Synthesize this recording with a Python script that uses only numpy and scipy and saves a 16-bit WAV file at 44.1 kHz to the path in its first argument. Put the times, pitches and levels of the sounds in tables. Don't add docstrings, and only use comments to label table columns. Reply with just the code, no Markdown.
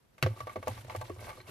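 import sys
import numpy as np
from scipy import signal
from scipy.io import wavfile

SR = 44100
rng = np.random.default_rng(int(sys.argv[2]) if len(sys.argv) > 2 else 0)


def decibels_to_gain(level_db):
    exponent = np.asarray(level_db, float) / 20
    return 10 ** exponent


def store_pcm(level_fs):
    pcm = np.round(np.clip(level_fs, -1, 1) * 32767).astype(np.int16)
    wavfile.write(sys.argv[1], SR, np.atleast_2d(pcm).T)


N = 66150
TIME_S = np.arange(N) / SR


def rms_one(x):
    return x / np.sqrt(np.mean(x ** 2) + 1e-20)


def at_hz(points, hz):
    table_hz, value = np.array(points).T
    return np.interp(np.log(hz), np.log(table_hz), value)


def drift(rate_hz):
    r = np.exp(-2 * np.pi * rate_hz / SR)
    wander = signal.lfilter([1], [1, -2 * r, r * r], rng.standard_normal(2 * N))
    return rms_one(wander[N:])


def train(at_s, db):
    clicks = np.zeros(N + SR)
    clicks[(at_s * SR).astype(int)] = decibels_to_gain(db)
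    return clicks[:N]


def decay(clicks, t60_s):
    r = np.exp(-1 / (0.0007 * SR))
    falling = signal.lfilter([1], [1, -decibels_to_gain(-60 / (t60_s * SR))], clicks)
    return signal.lfilter([1 - r], [1, -r], falling)


def swell(clicks, hz, rise_s):
    r, w = np.exp(-1 / (rise_s * SR)), 2 * np.pi * hz / SR
    return signal.lfilter([1 - r * r, 0, r * r - 1], [2, -4 * r * np.cos(w), 2 * r * r], clicks + 1e-18)


def ring(clicks, hz, db, t60_s, pan_db, lead_rad):
    r, w = decibels_to_gain(-60 / (t60_s * SR)), 2 * np.pi * hz / SR
    poles = [1, -2 * r * np.cos(w), r * r]
    ears = []
    for side in (.5, -.5):
        zeros = [np.sin(side * lead_rad), r * np.sin(w - side * lead_rad)]
        ears.append(decibels_to_gain(db + side * pan_db) * signal.lfilter(zeros, poles, clicks + 1e-18))
    return np.array(ears)


def banded_noise(spectrum, likeness, patchy_db):
    out, edges_hz = 0, 24 * 2 ** np.arange(0, 9.6, .5)
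    white, together = rng.standard_normal((2, 2, N)), drift(33.0)
    for k, (low, high) in enumerate(zip(edges_hz, edges_hz[1:])):
        band = signal.butter(2, [low, high], "band", fs=SR, output="sos")
        mid, side = signal.sosfilt(band, white[k % 2])
        hz = np.sqrt(low * high)
        alike = np.clip(at_hz(likeness, hz), -1, 1)
        steep_db = -40 * max(0, np.log2(spectrum[0][0] / hz))
        flicker_db = patchy_db * (together + drift(56))
        stereo = np.sqrt(1 + alike) * mid + np.sqrt(1 - alike) * side * [[1], [-1]]
        out = out + decibels_to_gain(at_hz(spectrum, hz) + steep_db + flicker_db) * stereo
    return rms_one(out)


# (frequency [Hz], density [dB/Hz])
FLOOR_SPECTRUM = [(18, -17), (45, 9), (85, 2), (160, -1), (250, -4), (520, -8.5), (7060, -25.5),
                  (15000, -26)]
# (frequency [Hz], share [-1..1])
FLOOR_ALIKE = [(60, 0.84), (130, 0.51), (400, 0.061), (1500, 0.15), (15000, 0)]


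def room_floor():
    return decibels_to_gain(-66) * banded_noise(FLOOR_SPECTRUM, FLOOR_ALIKE, patchy_db=-1.0)


# (time [s], level [dB], pitch [Hz])
THUDS = [(0.236, -24.5, 133.2), (0.2603, -24, 99.6), (0.3077, -29.5, 107), (0.3842, -48.5, 99),
         (0.4161, -45.5, 117), (0.4402, -42, 99.5), (0.4956, -50.5, 106), (0.5864, -41, 96.5),
         (0.655, -48.5, 100), (0.6816, -41, 89), (0.7146, -35, 105.4), (0.7577, -47, 103),
         (0.795, -45.5, 105), (0.8503, -45, 122.5), (0.8818, -46.5, 100), (0.925, -46.5, 105),
         (0.9633, -51, 99), (0.9854, -34.5, 104.2), (1.038, -43, 113.5), (1.1092, -42.5, 103.5),
         (1.1323, -40.5, 93.8), (1.1888, -41.5, 100), (1.2349, -43.5, 99), (1.2934, -46.5, 109),
         (1.3162, -55, 105), (1.3937, -53, 114.5), (1.4577, -52.5, 94), (1.4977, -48.5, 141)]


def thuds():
    peak_s, db, hz = np.array(THUDS).T[:, :, None]
    t = TIME_S - peak_s
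    width_s = np.where(t < 0, 0.01, 0.019)
    shape = decibels_to_gain(db) * np.exp(-.5 * (t / width_s) ** 2)
    swing = np.cos(2 * np.pi * hz * t) + decibels_to_gain(-23.5) * np.cos(2 * np.pi * 2.18 * hz * t)
    sway = decibels_to_gain(-24) * np.sin(2 * np.pi * 1.38 * hz * t)
    onset = np.clip((TIME_S - KNOCKS[1][0]) / 0.0038, 0, 1)
    return np.sum(shape * (swing + sway * [[[1]], [[-1]]]), axis=1) * onset


# (pitch [Hz], level [dB], t60 [s], left over right [dB], phase lead [rad])
WALL_MODES = [(308.4, -12, 0.075, -17.5, 1.14), (366.7, 0, 0.09, -1.5, 0.093),
              (519.7, 0.5, 0.074, -2, 0.31), (625, 7, 0.027, 2.5, 0.43), (733.4, -1, 0.061, -3.5, 1.82),
              (866.6, 0, 0.09, 3.5, 1.48), (1006, -9.5, 0.15, -7, 4.45)]
RIM_MODES = [(1148, 3, .034, -1, 1.5)]
STICK_MODES = [(1558, -4.5, 0.094, -3, 0.18), (1938, -5, 0.044, 7, 0.7), (2200, 5, 0.024, -4.5, 0.18),
               (2640, -12, 0.081, -6, -0.26), (2910, -13, 0.022, -1, 0.085), (4230, -6, 0.011, 2, -0.038)]
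DRAG_GROUP_DB = [-2, 2, -3]
# (time [s], level [dB])
EFFORT = [(.18, -70.5), (.3, -65), (.35, -71), (0.383, -65), (.45, -69), (.53, -66), (.61, -68.5),
          (0.719, -58.5), (.79, -62), (.87, -68), (.92, -61.5), (1.0, -64.5), (1.06, -64), (1.181, -67),
          (1.221, -57.5), (1.297, -59), (1.45, -73), (1.488, -61)]
# (frequency [Hz], density [dB/Hz])
RUSTLE_SPECTRUM = [(170, 6), (300, 3.5), (800, 4), (2300, 0.5), (4300, -2.5), (7000, -8), (12700, -4.5),
                   (15000, -13)]
# (frequency [Hz], share [-1..1])
NEAR_ALIKE = [(200, 0.4), (700, 0.57), (1400, 0), (3100, 0.48), (7000, 0), (15000, 0)]


def stirring():
    s, db = np.transpose(EFFORT)
    effort_db = np.interp(TIME_S, s, db)
    gate = np.clip((TIME_S - KNOCKS[0][0]) / 0.084, 0, 1)
    slips_per_s = 250 * decibels_to_gain(5.0 * drift(8))
    size_db = 4.5 * np.minimum(rng.exponential(1, N), 3)
    slips = (rng.random(N) < slips_per_s / SR) * decibels_to_gain(size_db)
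    drag = np.zeros((2, N))
    for modes, group_db in zip((WALL_MODES, RIM_MODES, STICK_MODES), DRAG_GROUP_DB):
        for mode in modes:
            drag += ring(slips * rng.standard_normal(N), *mode) * decibels_to_gain(group_db)
    low = signal.butter(2, 63.6, fs=SR, output="sos")
    rumble = signal.sosfilt(low, rng.standard_normal(N))
    follows = decibels_to_gain(0.79 * (effort_db + 70.5) - 68)
    rubbing = follows * (decibels_to_gain(5.5) * rms_one(drag) + decibels_to_gain(8) * rms_one(rumble))
    rustle = decibels_to_gain(effort_db + 7.5) * banded_noise(RUSTLE_SPECTRUM, NEAR_ALIKE, patchy_db=2.0)
    return gate * (rubbing + rustle)


# (time [s], level [dB], pitch [Hz], t60 [s])
POPS = [(.2262, -27.5, 4540, 0.028), (.2262, -23, 2675, 0.03), (.2265, -30, 3900, 0.018),
        (.374, -44.5, 1170, .04), (.362, -54, 1146, 0.14), (.404, -47, 3500, 0.023),
        (.406, -53.5, 5830, 0.034), (.566, -33.5, 222, 0.027), (.596, -40, 260, 0.025),
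        (.683, -31.5, 247, 0.034), (.700, -37.5, 784, 0.03), (.8465, -43.5, 530, 0.038),
        (.8465, -50, 900, .02), (1.013, -48.5, 4170, 0.042), (1.015, -44, 1585, 0.044),
        (1.096, -31, 653, 0.018), (1.1005, -26.5, 410, 0.02), (1.102, -39.5, 1117, 0.035),
        (1.206, -50, 2050, 0.022), (1.214, -49, 2200, 0.025), (1.241, -52, 2180, 0.018),
        (0.411, -48, 1150, .16), (1.294, -61, 2230, 0.033), (1.304, -43, 2200, 0.043),
        (1.329, -48, 2200, .015), (1.345, -58, 2270, 0.043), (1.382, -58, 4270, 0.065),
        (1.402, -46.5, 2270, 0.022), (1.403, -52, 4040, .025), (1.413, -49, 4200, 0.022),
        (1.467, -51, 2200, 0.022), (1.478, -49, 2720, 0.044), (.236, -31.5, 2000, 0.017),
        (.476, -46, 1146, 0.21), (0.4714, -40, 1168, 0.023), (.495, -42.5, 2200, .025),
        (0.527, -45, 1147, 0.059), (0.5583, -36, 415, 0.063), (.562, -42.5, 2200, 0.034),
        (.76, -52, 250, .08), (.882, -44, 660, .02), (.9475, -35, 572, 0.038), (1.104, -37, 361, 0.14),
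        (1.163, -45, 527, 0.015), (1.292, -53, 710, 0.017), (1.307, -58, 1170, 0.028),
        (1.373, -43.5, 1148, 0.022), (1.380, -50, 520, 0.023), (1.492, -41.5, 443, 0.035),
        (1.495, -52, 820, 0.035)]


def pops():
    out = np.zeros((2, N))
    for s, db, hz, t60_s in POPS:
        push = swell(train(np.array([s]), db + 0.5), hz, rise_s=0.98 / hz)
        out += ring(push, hz, 0, t60_s, pan_db=0, lead_rad=0.76)
    return out


# (time [s], peak level [dB])
SMACKS = [(0.18, -48), (0.2256, -21), (0.369, -48.5), (0.403, -38.5), (0.493, -50), (0.6792, -27),
          (0.9204, -67), (0.9607, -31.5), (1.0126, -36.5), (1.096, -43.5), (1.2974, -57), (1.4054, -59),
          (1.4145, -52), (.627, -48), (.846, -45), (1.329, -52), (1.468, -54), (1.482, -52), (1.491, -45)]
# (frequency [Hz], density [dB/Hz])
SMACK_SPECTRUM = [(1800, 11.5), (4300, -5), (6500, 3), (11000, -6.5), (15000, -0.5)]


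def smacks():
    s, db = np.transpose(SMACKS)
    return decay(train(s, db - 7.5), t60_s=0.038) * banded_noise(SMACK_SPECTRUM, NEAR_ALIKE, patchy_db=0)


# (time [s], wall peak [dB], rim [dB], crack [dB], centre of wall modes reached [Hz])
KNOCKS = [(0.18, -56.5, -57.5, -52.5, 620), (0.2256, -25, -48, -23.5, 457), (0.2615, -21, -37.5, -37, 462),
          (0.404, -35.5, -33, -42.5, 525), (0.47, -33, -34, -43, 610), (0.494, -43.5, -38, -48, 534),
          (.558, -28, -39.5, -42.5, 550), (0.627, -39, -41, -45, 576), (.672, -23, -32.5, -37.5, 680),
          (0.776, -45.5, -51, -51, 575), (.847, -46, -78, -59, 470), (.882, -46, -65, -78, 680),
          (0.897, -35, -43.5, -40, 805), (.918, -54, -69, -51, 700), (0.949, -28, -38.5, -44, 554),
          (1.012, -31.5, -39.5, -71, 780), (1.1004, -34, -52, -57, 400), (1.162, -42.5, -58, -69, 493),
          (1.215, -40, -72, -63, 474), (1.292, -40.5, -56, -41, 690), (1.327, -75, -48, -65, 597),
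          (1.378, -41, -55, -56, 413), (1.494, -45.5, -71, -48, 424)]
# (time [s], wall peak [dB], rim [dB], crack [dB], centre of wall modes reached [Hz])
TOUCHES = [
    (0.366, -64, -57, -77, 604),
    (0.377, -66, -57, -59.5, 595),
    (0.431, -53, -57, -82, 453),
    (0.743, -68, -78, -52, 450),
    (1.242, -70, -74, -50, 433),
    (1.303, -71, -44, -59, 705),
    (1.402, -46.5, -63, -52, 408),
]
# (delay [s], level [dB])
CONTACTS = [
    (0, -2),
    (.0075, -12.5),
]
KNOCK_GROUP_DB = [-3, 6.5, -6.5]
RISE_S = [.0013, .0028, .0004]
# (frequency [Hz], density [dB/Hz])
SNAP_SPECTRUM = [(700, 2), (1500, 11), (2700, 3.5), (3400, -1.5), (5000, -4), (7000, -17), (11000, -14.5),
                 (15000, -14.5)]


def knocks():
    s, wall_db, rim_db, crack_db, centre_hz = np.transpose(KNOCKS + TOUCHES)[:, :, None]
    delay_s, loss_db = np.transpose(CONTACTS)
    jitter = 0.1 * rng.uniform(-1.33, 1, (len(s), len(delay_s)))
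    at_s = s + delay_s * (1 + jitter)
    out = np.zeros((2, N))
    groups = (WALL_MODES, RIM_MODES, STICK_MODES)
    for modes, level_db, group_db, rise_s in zip(groups, (wall_db, rim_db, crack_db), KNOCK_GROUP_DB, RISE_S):
        for mode in modes:
            far_db = 20.0 * np.log2(mode[0] / centre_hz) ** 2 * (modes is WALL_MODES)
            spread_db = 1.2 * rng.standard_normal(at_s.shape)
            db = level_db - far_db + group_db + loss_db + spread_db
            push = swell(train(at_s, db), mode[0], rise_s)
            out += ring(push, *mode) * decibels_to_gain(1.5 * drift(60))
    clicks = train(at_s, crack_db + loss_db)
    shape = decibels_to_gain(-1) * decay(clicks, t60_s=0.023) + decibels_to_gain(-10) * decay(clicks, t60_s=0.12)
    return out + shape * banded_noise(SNAP_SPECTRUM, NEAR_ALIKE, patchy_db=0)


def scene():
    mic_low = signal.butter(2, 56, "high", fs=SR, output="sos")
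    air = signal.sosfilt(mic_low, room_floor() + stirring())
    table = thuds() * decibels_to_gain(np.array([[-.5], [.5]]))
    return air + table + pops() + smacks() + knocks()


def band_limit(x):
    return signal.sosfilt(signal.butter(12, 15620, fs=SR, output="sos"), x)


def record(dry):
    top = signal.cheby2(10, 50, 15340, fs=SR, output="sos")
    return band_limit(signal.sosfilt(top, dry))


dry = scene()
out = record(dry)
store_pcm(out)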